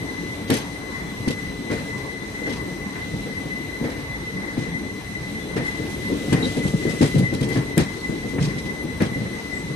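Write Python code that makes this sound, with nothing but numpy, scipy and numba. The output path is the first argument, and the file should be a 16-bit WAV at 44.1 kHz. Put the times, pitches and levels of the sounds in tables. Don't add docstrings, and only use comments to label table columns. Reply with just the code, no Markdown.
import sys
import numpy as np
from scipy import signal
from scipy.fft import rfft, irfft
from scipy.io import wavfile
from scipy.ndimage import uniform_filter1d
from numba import njit

SR = 44100
rng = np.random.default_rng(int(sys.argv[2]) if len(sys.argv) > 2 else 0)


def wrap_up_sound(samples):
    columns = np.atleast_2d(samples).T
    tamed = np.clip(columns, -1, 1)
    steps = np.round(tamed * 32767).astype(np.int16)
    wavfile.write(sys.argv[1], SR, steps)


def boost(x):
    u = np.asarray(x, float) / 20
    return 10 ** u


N = 429975
HZ = np.fft.rfftfreq(N, 1 / SR)

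# start_s, peak_db, boom_re_peak_db, clank_db, t60_s
JOINT_BLOWS = [(0.498, -5, -10.5, -20.5, 0.21), (1.275, -11.5, -0.5, -30, 0.092),
               (1.701, -14.5, -12, -26.5, 0.35), (2.461, -18.5, -22, -29.5, 0.31),
               (3.259, -19.5, -11, -35, 0.12), (3.809, -17.5, -1, -38, 0.2),
               (3.839, -15.5, -15, -30.5, 0.42), (4.573, -11.5, -2.5, -39, 0.11),
               (5.564, -12, -5, -23, 0.16), (6.324, -5.5, -2, -20, 0.16), (6.379, -15.5, -6, -32, 0.38),
               (6.854, -12, -9, -32.5, 0.35), (7.0105, 0, -6.5, -21, 0.17), (7.228, -22, 11, -44, 0.091),
               (7.322, -14, -5, -35, 0.23), (7.407, -17.5, 1, -34, 0.3), (7.502, -17, -5, -34, 0.17),
               (7.556, -10.5, -1, -25, 0.18), (7.774, -4, 2.5, -19.5, 0.15),
               (8.382, -13, 4.5, -25.5, 0.059), (8.749, -33, -8, -47, 0.068), (9.003, -13, -5, -21, 0.13),
               (9.013, -7.5, -5, -26, 0.13), (9.248, -22, -1, -41, 0.16), (2.955, -30, -10, -31, .12)]
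# start_s, peak_db, boom_re_peak_db, t60_s
SPRING_THUDS = [(4.35, -30, 0.5, 0.18), (4.46, -38, -1, .15), (5.2, -33, 3, 0.4), (6.14, -26, 1, .2),
                (7.05, -27, 1, 0.1), (0.019, -19, -22, 0.12), (0.391, -25, -12, 0.13),
                (0.535, -11.5, -18, 0.12), (0.57, -38, -2, 0.12), (1.195, -25, 1.5, 0.2),
                (1.3, -11, -19, 0.082), (1.725, -19, -5, .15), (1.74, -22, -12, .15), (2.5, -21, -11, 0.19),
                (4.617, -22, -4, .13), (5.559, -20, 0, .08), (5.595, -17, -5, 0.23), (7.205, -15, 1, .12),
                (7.585, -19, 6.5, 0.078), (8.559, -21, 0, 0.13), (8.649, -29, 3, 0.2),
                (9.04, -18, -3, 0.24), (9.115, -20.5, 3.5, 0.065), (9.205, -22, 1, 0.19),
                (9.547, -33, -3, 0.15), (1.945, -31.5, 5, 0.26), (2.417, -19, -25, 0.16),
                (3.135, -21, 0.5, 0.14), (3.455, -19.5, 0, 0.067), (4.34, -29, -18, 0.21),
                (4.665, -21.5, -3, 0.15), (4.75, -18.5, -7, 0.1), (5.792, -18, -6, 0.25),
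                (6.098, -13, -14, 0.09), (6.117, -11, -35, 0.24), (6.28, -23.5, 5, 0.17),
                (6.429, -13, -24, 0.18), (6.463, -10, -12, 0.091), (6.565, -10.5, -11, 0.25),
                (6.651, -15.5, 0.5, 0.16), (6.738, -5.5, 3.5, 0.052), (6.82, -14, -3, 0.043),
                (6.926, -20, -6, 0.41), (7.143, -10.5, 3, 0.26), (7.183, -17, 6, 0.18),
                (7.261, -26, -7, 0.17), (8.092, -14.5, -5, 0.12), (8.123, -18.5, -11, 0.23),
                (8.236, -20, -3, 0.32), (8.41, -19, 7, 0.24), (8.468, -19, 3.5, 0.14),
                (8.831, -25, 0, 0.48), (8.335, -16, -13, 0.3), (9.16, -17, -3, 0.16),
                (9.696, -21.5, -0.5, 0.25)]
# crest_s, level_db, pitch_hz
FLOOR_SWINGS = [(0.5006, -9, 300), (1.281, -8, 268), (3.8142, -10.5, 228), (4.5789, -11.5, 258),
                (5.5607, -14, 190), (5.567, -14, 422), (6.129, -10.5, 286), (6.331, -6, 285),
                (6.7409, -9, 251), (6.8548, -8.5, 340), (7.0102, -2.5, 260), (7.145, -11.5, 280),
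                (7.5611, -10.5, 298), (7.778, -3, 240), (7.784, -2, 250), (8.387, -11.5, 246),
                (9.0174, -9.5, 330), (9.0225, -3.5, 199)]
# pitch_hz, level_db, t60_s
FRAME_MODES = [(106, -4, 0.26), (143, -3.5, 0.24), (178, -6, 0.052), (287, -1, 0.2), (414, -6, 0.12),
               (578, -5, 0.1), (800, -9, 0.15)]
# start_s, peak_db, treble_re_peak_db, t60_s, tick_re_chatter_db
THROWN_PARTS = [(0.5028, -21, -6, 0.31, 14), (0.541, -22.5, -3, 0.2, 11), (0.567, -24, 0, 0.14, 1),
                (0.585, -31.5, -1, 0.33, 7), (1.279, -24, -8, 0.05, 0), (1.2845, -21.5, -16, 0.067, 4),
                (1.307, -21.5, -12, 0.055, 3), (1.326, -31, -15, 0.088, 2), (1.712, -29, -6, 0.2, -2),
                (1.735, -34, -5, 0.25, -4), (4.58, -33.5, -7, 0.33, -6), (5.65, -35, 3, 0.4, -6),
                (5.9, -38.5, 6, 0.31, -8), (6.327, -20, -2.5, 0.071, -6), (6.437, -28.5, -20, 0.56, -3),
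                (6.569, -30.5, -10, 0.12, 1), (6.63, -40, 2, 0.3, -1), (6.666, -28.5, -6, 0.15, -2),
                (7.0136, -19.5, -14, 0.22, -2), (7.41, -27.5, 0, 0.07, -8), (7.428, -26, -4, 0.15, 0),
                (7.489, -30.5, 0, 0.42, 1), (7.53, -28.5, -17, 0.2, 2.5), (7.7787, -22, 0, 0.13, 14),
                (7.792, -22.5, -3, 0.22, -3), (8.405, -29, -20, 0.19, -6), (8.425, -25, -17, 0.31, -5),
                (9.0205, -28, -10, 0.18, 12)]
# start_s, peak_db, treble_re_peak_db
NUDGED_PARTS = [(0.4773, -33, -10), (1.78, -38, -16), (1.9764, -36, -15), (2.464, -35, -14),
                (2.495, -30, -13), (2.5247, -30, -18), (2.56, -34, -14), (3.9, -33, -10),
                (3.9948, -39, -14), (4.8678, -44, -18), (5.1068, -44, -11), (5.564, -29, -10),
                (5.1736, -49, -8), (3.84, -35, -14), (0.349, -43, -10), (6.895, -27, -17),
                (7.1477, -32, -10), (7.183, -28, 0), (7.338, -28.5, -1), (7.56, -32, -6), (8.285, -39, 4),
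                (8.5829, -33, -18), (8.655, -34.5, -15), (9.004, -33, -7), (7.052, -28, -10),
                (9.053, -33, -8)]
# pitch_hz, level_db
LOOSE_MODES = [(2600, -3), (3300, 1), (3900, -2.5), (4600, -7), (5200, -2.5), (6000, 8), (7200, 6),
               (8200, 2.5), (9500, -7), (10600, -19)]
# start_s, length_s, pitch_hz, width_hz, level_db
SCRAPES = [(0.948, .09, 3500, 40, -53), (1.06, .07, 3420, 30, -49), (3.92, .05, 3900, 60, -53),
           (4.12, .08, 3460, 30, -54), (4.55, .06, 3420, 30, -54), (5.66, .06, 3560, 40, -52),
           (5.775, 0.03, 3870, 60, -51), (2.2, .04, 3520, 150, -50), (4.69, 0.05, 3490, 40, -49),
           (5.4, 0.08, 3470, 35, -48), (6.4276, 0.031, 3850, 330, -27.5), (7.988, 0.031, 4300, 200, -43),
           (8.82, .025, 11100, 500, -48), (9.53, 0.087, 7800, 700, -46)]
# centre_s, gain_db
FLANGE_BITES = [(0.524, -1), (0.958, 4.5), (1.307, 4.2), (1.397, 4.2), (1.482, 4), (1.716, 5.9), (1.786, 2),
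                (1.891, 4.5), (1.956, 7.5), (2.15, 3.4), (2.24, 1), (2.375, 2), (2.439, 4.5), (2.504, 3),
                (2.604, 3), (2.699, 3.5), (2.829, 4), (3.023, 5.5), (3.103, 2.5), (3.402, 3), (3.557, 2.5),
                (3.761, 4.5), (3.866, 1.8), (4.121, 5), (4.265, 3.5), (4.39, 3), (4.505, 2.5), (4.629, 3),
                (5.233, 2), (5.682, 3), (5.837, 2.2), (5.902, 3), (6.071, 4.5), (6.226, 2.2), (6.346, 2),
                (6.5, 5.6), (6.63, 7.5), (6.79, 2.5), (6.889, 5), (6.994, 5), (7.129, 6.5), (7.263, 6.5),
                (7.518, 6.5), (7.693, 1.9), (7.867, 2), (8.062, 8.5), (8.286, 3), (8.351, 2.5), (8.7, 4),
                (8.945, 2.5), (9.154, 5.2), (9.374, 2.5), (9.538, 6)]
# centre_s, loss_db
FLANGE_SLIPS = [(0.05, 6.7), (0.224, 4.4), (0.384, 4.0), (0.464, 3.0), (0.629, 5.8), (0.728, 4.0),
                (0.813, 5.0), (0.918, 2.2), (1.073, 3.0), (1.157, 6.1), (1.222, 3.1), (1.527, 2.7),
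                (1.646, 2.9), (1.836, 3.5), (2.205, 1.8), (2.325, 5.1), (2.559, 3.9), (2.659, 3),
                (2.779, 4.2), (2.928, 1.5), (3.178, 5.4), (3.357, 3.5), (3.457, 1.8), (3.652, 1.7),
                (3.836, 1.4), (3.896, 1.9), (4.016, 5), (4.185, 5.3), (4.32, 4.4), (4.46, 3.4), (4.555, 6),
                (4.719, 3.9), (4.834, 3.5), (4.924, 4.5), (5.024, 7.3), (5.323, 4.4), (5.463, 11),
                (5.612, 2.1), (5.867, 1.6), (5.971, 4.9), (6.156, 4.3), (6.256, 1.6), (6.44, 3.4),
                (6.755, 1.8), (7.378, 5), (7.648, 4.4), (7.832, 1.8), (7.987, 5.8), (8.231, 4.1),
                (8.391, 1.6), (8.471, 4.4), (8.855, 7.9), (8.985, 3.5), (9.069, 4.1), (9.234, 2.2),
                (9.294, 2.1), (9.414, 3.4), (9.653, 4.0)]
# multiple, level_db
SQUEAL_OVERTONES = [(2, -11), (3, -15), (4, -19), (5, -33), (6, -32), (7, -29)]
# pitch_hz, width_hz, level_db
SQUEAL_HALOS = [(4058, 104, -55), (6010, 110, -60.5), (8030, 220, -62)]
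# time_s, wheel_load_db, shaking_db
RIDE = [(0.0, 0, 1), (1.5, 0, 1), (1.84, 1, 1), (2.15, -1.5, 0), (2.52, 1.5, 1.5), (2.91, -1, 1),
        (3.28, 1.5, 2), (3.67, -1, 0.5), (4.72, -0.5, 0), (5.05, -1.5, 0.5), (5.43, 1.5, 1.5), (5.81, 1, 4),
        (6.4, 4.5, 5), (7.06, 1.5, 6), (7.5, 4.5, 2), (8.0, -2, 3), (8.36, 2, 1.5), (9.75, -1, 1.5)]
# pitch_hz, density_db_per_hz
RUMBLE_SPECTRUM = [(15, -38), (25, -23), (54, -5), (102, -4), (140, -2.5), (200, -0.5), (252, -3.5),
                   (320, -4), (445, -9.5), (667, -19), (900, -19.5), (1170, -45), (1980, -120)]
# pitch_hz, density_db_per_hz
ROAR_SPECTRUM = [(350, 1.5), (600, 1), (900, 6.5), (1120, 8), (1280, -4.5), (1800, 3), (2400, -2.5)]
# pitch_hz, density_db_per_hz
HISS_SPECTRUM = [(1240, -10), (2100, -13.5), (2380, -12.5), (2450, -10), (2720, -11.5), (4000, -9.5),
                 (4350, -15), (5300, -14.5), (6200, -18), (11600, -23), (12400, -18), (12700, -89),
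                 (13900, -29), (14300, -27), (14800, -30), (15500, -82)]
# pitch_hz, width_hz, level_db
DRONING_PANELS = [(60, 23, -50.5), (104, 32, -49.5), (285.5, 21.6, -41.5), (434.8, 51, -45), (536, 50, -54)]
LINE_HZ = [3880, 5690, 5889, 6519, 8734, 8834, 9034, 9134, 9233, 11679, 11879, 11979]
# left_db, right_db
LINE_DB = [(-76, -78), (-72, -65), (-56, -72), (-94, -79), (-74, -79), (-62, -86), (-59, -77), (-68, -65.5),
           (-85, -65), (-57, -104), (-63, -101), (-73, -103)]
# pitch_hz, start_s, gain_db
LINE_SWELL = (9134, 8.25, 5)
# pitch_hz, left_minus_right_db
PORT_BALANCE = [(60, -0.5), (200, 1.5), (380, 4.5), (700, -1), (2000, 4.5), (4400, 0), (7000, 4.5),
                (9000, 7.5), (10500, 47), (13000, 77)]
# pitch_hz, likeness_0_to_1
PORT_LIKENESS = [(60, 0.94), (290, 0.96), (640, 0.61), (1400, 0), (6000, 0.21)]
# pitch_hz, lag_samples
PORT_LAG = [(60, 12), (180, 22), (350, 17.5), (600, 5.5), (1500, 20.7)]


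def unit(x):
    return x / np.sqrt(np.mean(x ** 2))


def shape(table, hz):
    points_hz, values = np.array(table).T
    return np.interp(np.log(hz + 1), np.log(points_hz), values)


def curve(table):
    s, *columns = np.transpose(table)
    return [np.interp(np.arange(N) / SR, s, c) for c in columns]


def walk(rate):
    k = int(SR / rate)
    steps = np.repeat(rng.standard_normal(N // k + 1), k)
    return unit(uniform_filter1d(uniform_filter1d(steps, k), k)[:N])


def trail():
    return np.exp(-2j * np.pi * HZ * shape(PORT_LAG, HZ) / SR)


def reach_ports(x, low_hz):
    return irfft(rfft(x) * HZ ** 2 / (HZ ** 2 + low_hz ** 2) * np.array([HZ ** 0, trail()]), N)


def air():
    like = np.clip(shape(PORT_LIKENESS, HZ), 0, 1)
    a, b = rfft(rng.standard_normal((2, N)))
    right = irfft((like * a + np.sqrt(1 - like ** 2) * b) * trail(), N)
    return np.array([irfft(a, N), right])


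@njit
def svf(x, hz, width):
    y, b, l = np.empty(len(x)), 0., 0.
    g, k = np.tan(np.pi * hz / SR), width / hz
    for i in range(len(x)):
        v = (b + g * (x[i] - l)) / (1 + g * (g + k))
        b, l, y[i] = 2 * v - b, l + 2 * g * v, k * v
    return y


def band(pair, hz, width):
    hz, width = float(hz), float(width)
    return np.array([svf(svf(x, hz, width), hz, width) for x in pair])


def panel(hz, width, even_s, noise=None):
    ring = band(air() if noise is None else noise, hz, width)
    power = uniform_filter1d(np.mean(ring ** 2, axis=0), int(even_s * SR))
    return ring / np.sqrt(power + 1e-12)


def bursts(s, db, t60, hold, rise):
    env, t = np.zeros(N), np.arange(SR // 2) / SR
    for start, level_db, fall, contact in zip(s, db, t60, hold):
        decay_db = -60 * np.maximum(t - contact, 0) / max(fall, .01)
        blow = boost(level_db + decay_db) * (1 - np.exp(-t / rise))
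        i = max(int((start - rise) * SR), 0)
        env[i:i + len(t)] = np.hypot(env[i:i + len(t)], blow[:N - i])
    return env


def knocks():
    thuds = [(s, db, boom, -55 + 0.1 * (db + 20), t60) for s, db, boom, t60 in SPRING_THUDS]
    s, db, boom_db, clank_db, t60 = np.transpose(JOINT_BLOWS + thuds)
    hold = 0.0042 + 0.049 * t60
    s = s + 0.001
    boom = panel(143, 82, even_s=0.039)
    boom = boom * bursts(s, db + boom_db - 3.5, 1.11 * t60, hold, rise=0.0018)
    floor = panel(271, 117, even_s=0.014) + boost(-5) * panel(465, 114, even_s=0.045)
    floor = floor * bursts(s, db - 9.5, t60, hold, rise=0.0042)
    clank = panel(710, 840, even_s=0.0024) + panel(1840, 800, even_s=0.0011)
    return boom + floor, clank * bursts(s, clank_db - 8, 1.92 * t60, hold, rise=0.00049)


def strikes():
    out, t = np.zeros(N + SR), np.arange(SR // 3) / SR
    hz, mode_db, t60 = np.transpose(FRAME_MODES)[:, :, None]
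    draws = rng.standard_normal((len(JOINT_BLOWS), 2, len(FRAME_MODES), 1))
    for (s, db, *_), (mix, bend) in zip(JOINT_BLOWS, draws):
        level_db = db - 17 + mode_db + 1.4 * mix - 60 * t / t60
        ring = boost(level_db) * np.sin(2 * np.pi * hz * (1 + 0.027 * bend) * t)
        i = int(s * SR)
        out[i:i + len(t)] += np.sum(ring, axis=0)
    return reach_ports(out[:N], low_hz=75)


def slams():
    rise_s, fall_s, lead = .0014, .005, .85
    t, out, room = np.arange(N) / SR, np.zeros(N), np.ones(N)
    for s, db, hz in FLOOR_SWINGS:
        env = np.exp(-((t - s) / np.where(t < s, rise_s, fall_s)) ** 2)
        out += boost(db) * env * np.cos(2 * np.pi * hz * (t - s))
        room *= 1 - lead * env ** .3
    return reach_ports(out, low_hz=90), room


def rattles():
    jingle_t60_s, jingle_tick_db = 0.15, -1
    nudged = [row + (jingle_t60_s, jingle_tick_db) for row in NUDGED_PARTS]
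    s, db, treble_db, t60, tick_db = np.transpose(THROWN_PARTS + nudged)
    hold, tick_t60, same = 0.0028 + 0.085 * t60, np.full(len(s), .014), np.ones(len(s))
    noise, chatter = air(), boost(2 * walk(200))
    mids = bursts(s, db - 9, t60, hold, rise=0.0026)
    highs = bursts(s, db + treble_db - 15, 0.3 * t60, hold, rise=.001)
    mid_ticks = bursts(s, db + tick_db - 14.5, tick_t60, 0.0017 * same, rise=0.00038)
    high_ticks = bursts(s, db + treble_db + tick_db - 5.5, tick_t60, 0.00071 * same, rise=0.00066)
    out = panel(3730, 5060, 0.0025, noise) * (chatter * mids + mid_ticks)
    out += panel(8600, 11400, 0.00031, noise) * (chatter * highs + high_ticks)
    shake_db = curve(RIDE)[1]
    out += panel(6600, 6000, .01, noise) * chatter * boost(6.7 * (shake_db - 5.5) - 47.5)
    for hz, part_db in LOOSE_MODES:
        turn = boost(part_db - 18 + 14 * np.tanh(walk(130)))
        out += panel(hz, 560, 0.0026, noise) * turn * (mids if hz < 5600 else highs)
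    for start, length, hz, width, level_db in SCRAPES:
        env = bursts([start], [level_db], [.045], [length], rise=0.0037)
        out += panel(hz, width, 0.015, noise) * chatter * env
    return out


def grip_db():
    t = np.arange(N) / SR

    def bells(rows, width_s=0.027):
        return sum(db * np.exp(-((t - s) / width_s) ** 2) for s, db in rows)

    return -41.5 + bells(FLANGE_BITES) - bells(FLANGE_SLIPS)


def squeal():
    pitch_hz = 2018.3
    note, overtones = boost(-4) * panel(pitch_hz + 6, 45.5, even_s=0.3), np.zeros((2, N))
    for wander_hz, wheel_db in [(3, -2.5), (14, -4.5)]:
        phase = 2 * np.pi * np.cumsum(pitch_hz + wander_hz * walk(30)) / SR
        for port, late in enumerate((0, 2.03 + 1.22 * walk(7))):
            note[port] += boost(wheel_db + 1.55 * walk(25)) * np.sin(phase - late)
            for k, db in SQUEAL_OVERTONES:
                level = boost(wheel_db + db + 3 + 1.6 * walk(35))
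                overtones[port] += level * np.sin(k * phase - 0.56 * late)
    power = uniform_filter1d(np.mean(note, axis=0) ** 2, int(.022 * SR))
    steady = note / np.sqrt(power + 0.02)
    return steady * boost(grip_db() + 2.5) + overtones * boost(-42.5)


def halos():
    noise = air()
    return sum(panel(hz, width, .05, noise) * boost(db + 1.5 * walk(9.2)) for hz, width, db in SQUEAL_HALOS)


def bed(colour, swell_db, flicker_db, rate):
    low_hz, high_hz = colour[0][0], colour[-1][0]
    noise, out, swell = rfft(air()), 0, walk(rate)
    noise = noise * boost(shape(colour, HZ)) * (HZ > low_hz / 2) * (HZ < high_hz)
    for hz in 2 ** np.arange(np.log2(low_hz), np.log2(high_hz) + .5, .5):
        window = np.clip(1 - 2 * abs(np.log2((HZ + 1) / hz)), 0, 1)
        out = out + irfft(noise * window, N) * boost(swell_db * swell + flicker_db * walk(2 * rate))
    return unit(out)


def rolling():
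    load_db, shake_db = curve(RIDE)
    rumble = bed(RUMBLE_SPECTRUM, swell_db=-0.38, flicker_db=3, rate=12) * boost(-31.5 + load_db)
    roar = bed(ROAR_SPECTRUM, swell_db=1.5, flicker_db=2.1, rate=9.1)
    roar = roar * boost(-41 + 0.15 * load_db - 0.75 * shake_db)
    hiss = bed(HISS_SPECTRUM, swell_db=.5, flicker_db=1, rate=10) * boost(-43 + shake_db)
    return rumble + roar + hiss


def drone():
    load_db = curve(RIDE)[0]
    return sum(panel(hz, width, even_s=0.17) * boost(db + 0.84 * load_db + 0.83 * walk(5.4))
               for hz, width, db in DRONING_PANELS)


def whine():
    t, out = np.arange(N) / SR, np.zeros((2, N))
    swell_hz, swell_s, gain_db = LINE_SWELL
    swell_db = gain_db * np.clip((t - swell_s) / .2, 0, 1)
    sag_db = -6 * np.clip((t - 4.1) / .3, 0, 1)
    for hz, db in zip(LINE_HZ, LINE_DB):
        tone = np.sin(2 * np.pi * hz * t + walk(3.6))
        level_db = np.array(db)[:, None] + 3 * walk(6.3)
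        out += tone * boost(level_db + sag_db * (hz > 11000) + swell_db * (hz == swell_hz))
    return out


def scene():
    balance_db = shape(PORT_BALANCE, HZ)
    tilt = boost(np.array([[.5], [-.5]]) * np.minimum(balance_db, [[8], [60]]))
    tilt[1] *= boost(-.5 * np.maximum(balance_db - 8, 0))
    knock, clank = knocks()
    swing, room = slams()
    blows = (knock + strikes()) * room + swing + clank
    mix = blows + rattles() + squeal() + halos() + rolling() + drone()
    return irfft(rfft(mix) * tilt, N) + whine()


def holes(x):
    hz, _, cells = signal.stft(x, SR, nperseg=1024)
    power = np.abs(np.mean(cells, axis=0, keepdims=True)) ** 2
    patch = uniform_filter1d(uniform_filter1d(power, size=4, axis=1), size=3, axis=2)
    log_patch = np.log(patch + 1e-20)
    around = np.exp(uniform_filter1d(uniform_filter1d(log_patch, size=25, axis=1), size=9, axis=2))
    share = .36 * (1 + .25 * (abs(hz[:, None] - 7000) < 600))
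    weak = (patch < share * around) & (hz[:, None] > 2650)
    return signal.istft(cells * np.where(weak, boost(-13), 1), SR, nperseg=1024)[1][:, :N]


def roll_off(x):
    return signal.sosfilt(signal.butter(12, 16440, fs=SR, output="sos"), x)


def record(dry):
    top_hz, sliver_hz, fringe_hz = 12000, 13900, 14350
    spectrum = rfft(np.tanh(0.65 * dry) / 0.75)
    body = irfft(spectrum * (HZ < top_hz), N)
    sliver = irfft(spectrum * (HZ > sliver_hz) * (HZ < fringe_hz), N)
    rough = np.clip(curve(RIDE)[1] - 1.5, 0, 1)
    for lo, hi, bias in [(fringe_hz, 14650, .6), (14650, 15000, -.3)]:
        gate = np.clip(2 * (walk(9) + walk(30) + bias - 2 * rough), 0, 1)
        sliver += irfft(spectrum * (HZ > lo) * (HZ < hi), N) * gate
    top = irfft(spectrum * (HZ >= top_hz) * boost(-(HZ - top_hz) / 250), N)
    quiet = uniform_filter1d(np.mean(body ** 2, axis=0), 1024) < boost(2 * -22)
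    crack = uniform_filter1d(top[0] ** 2, 256) > boost(2 * -36)
    kept = holes(body) + sliver * uniform_filter1d(1. * quiet, 256)
    kept += top * uniform_filter1d(1. * crack, 128)
    return roll_off(kept)


dry = scene()
out = record(dry)
wrap_up_sound(out)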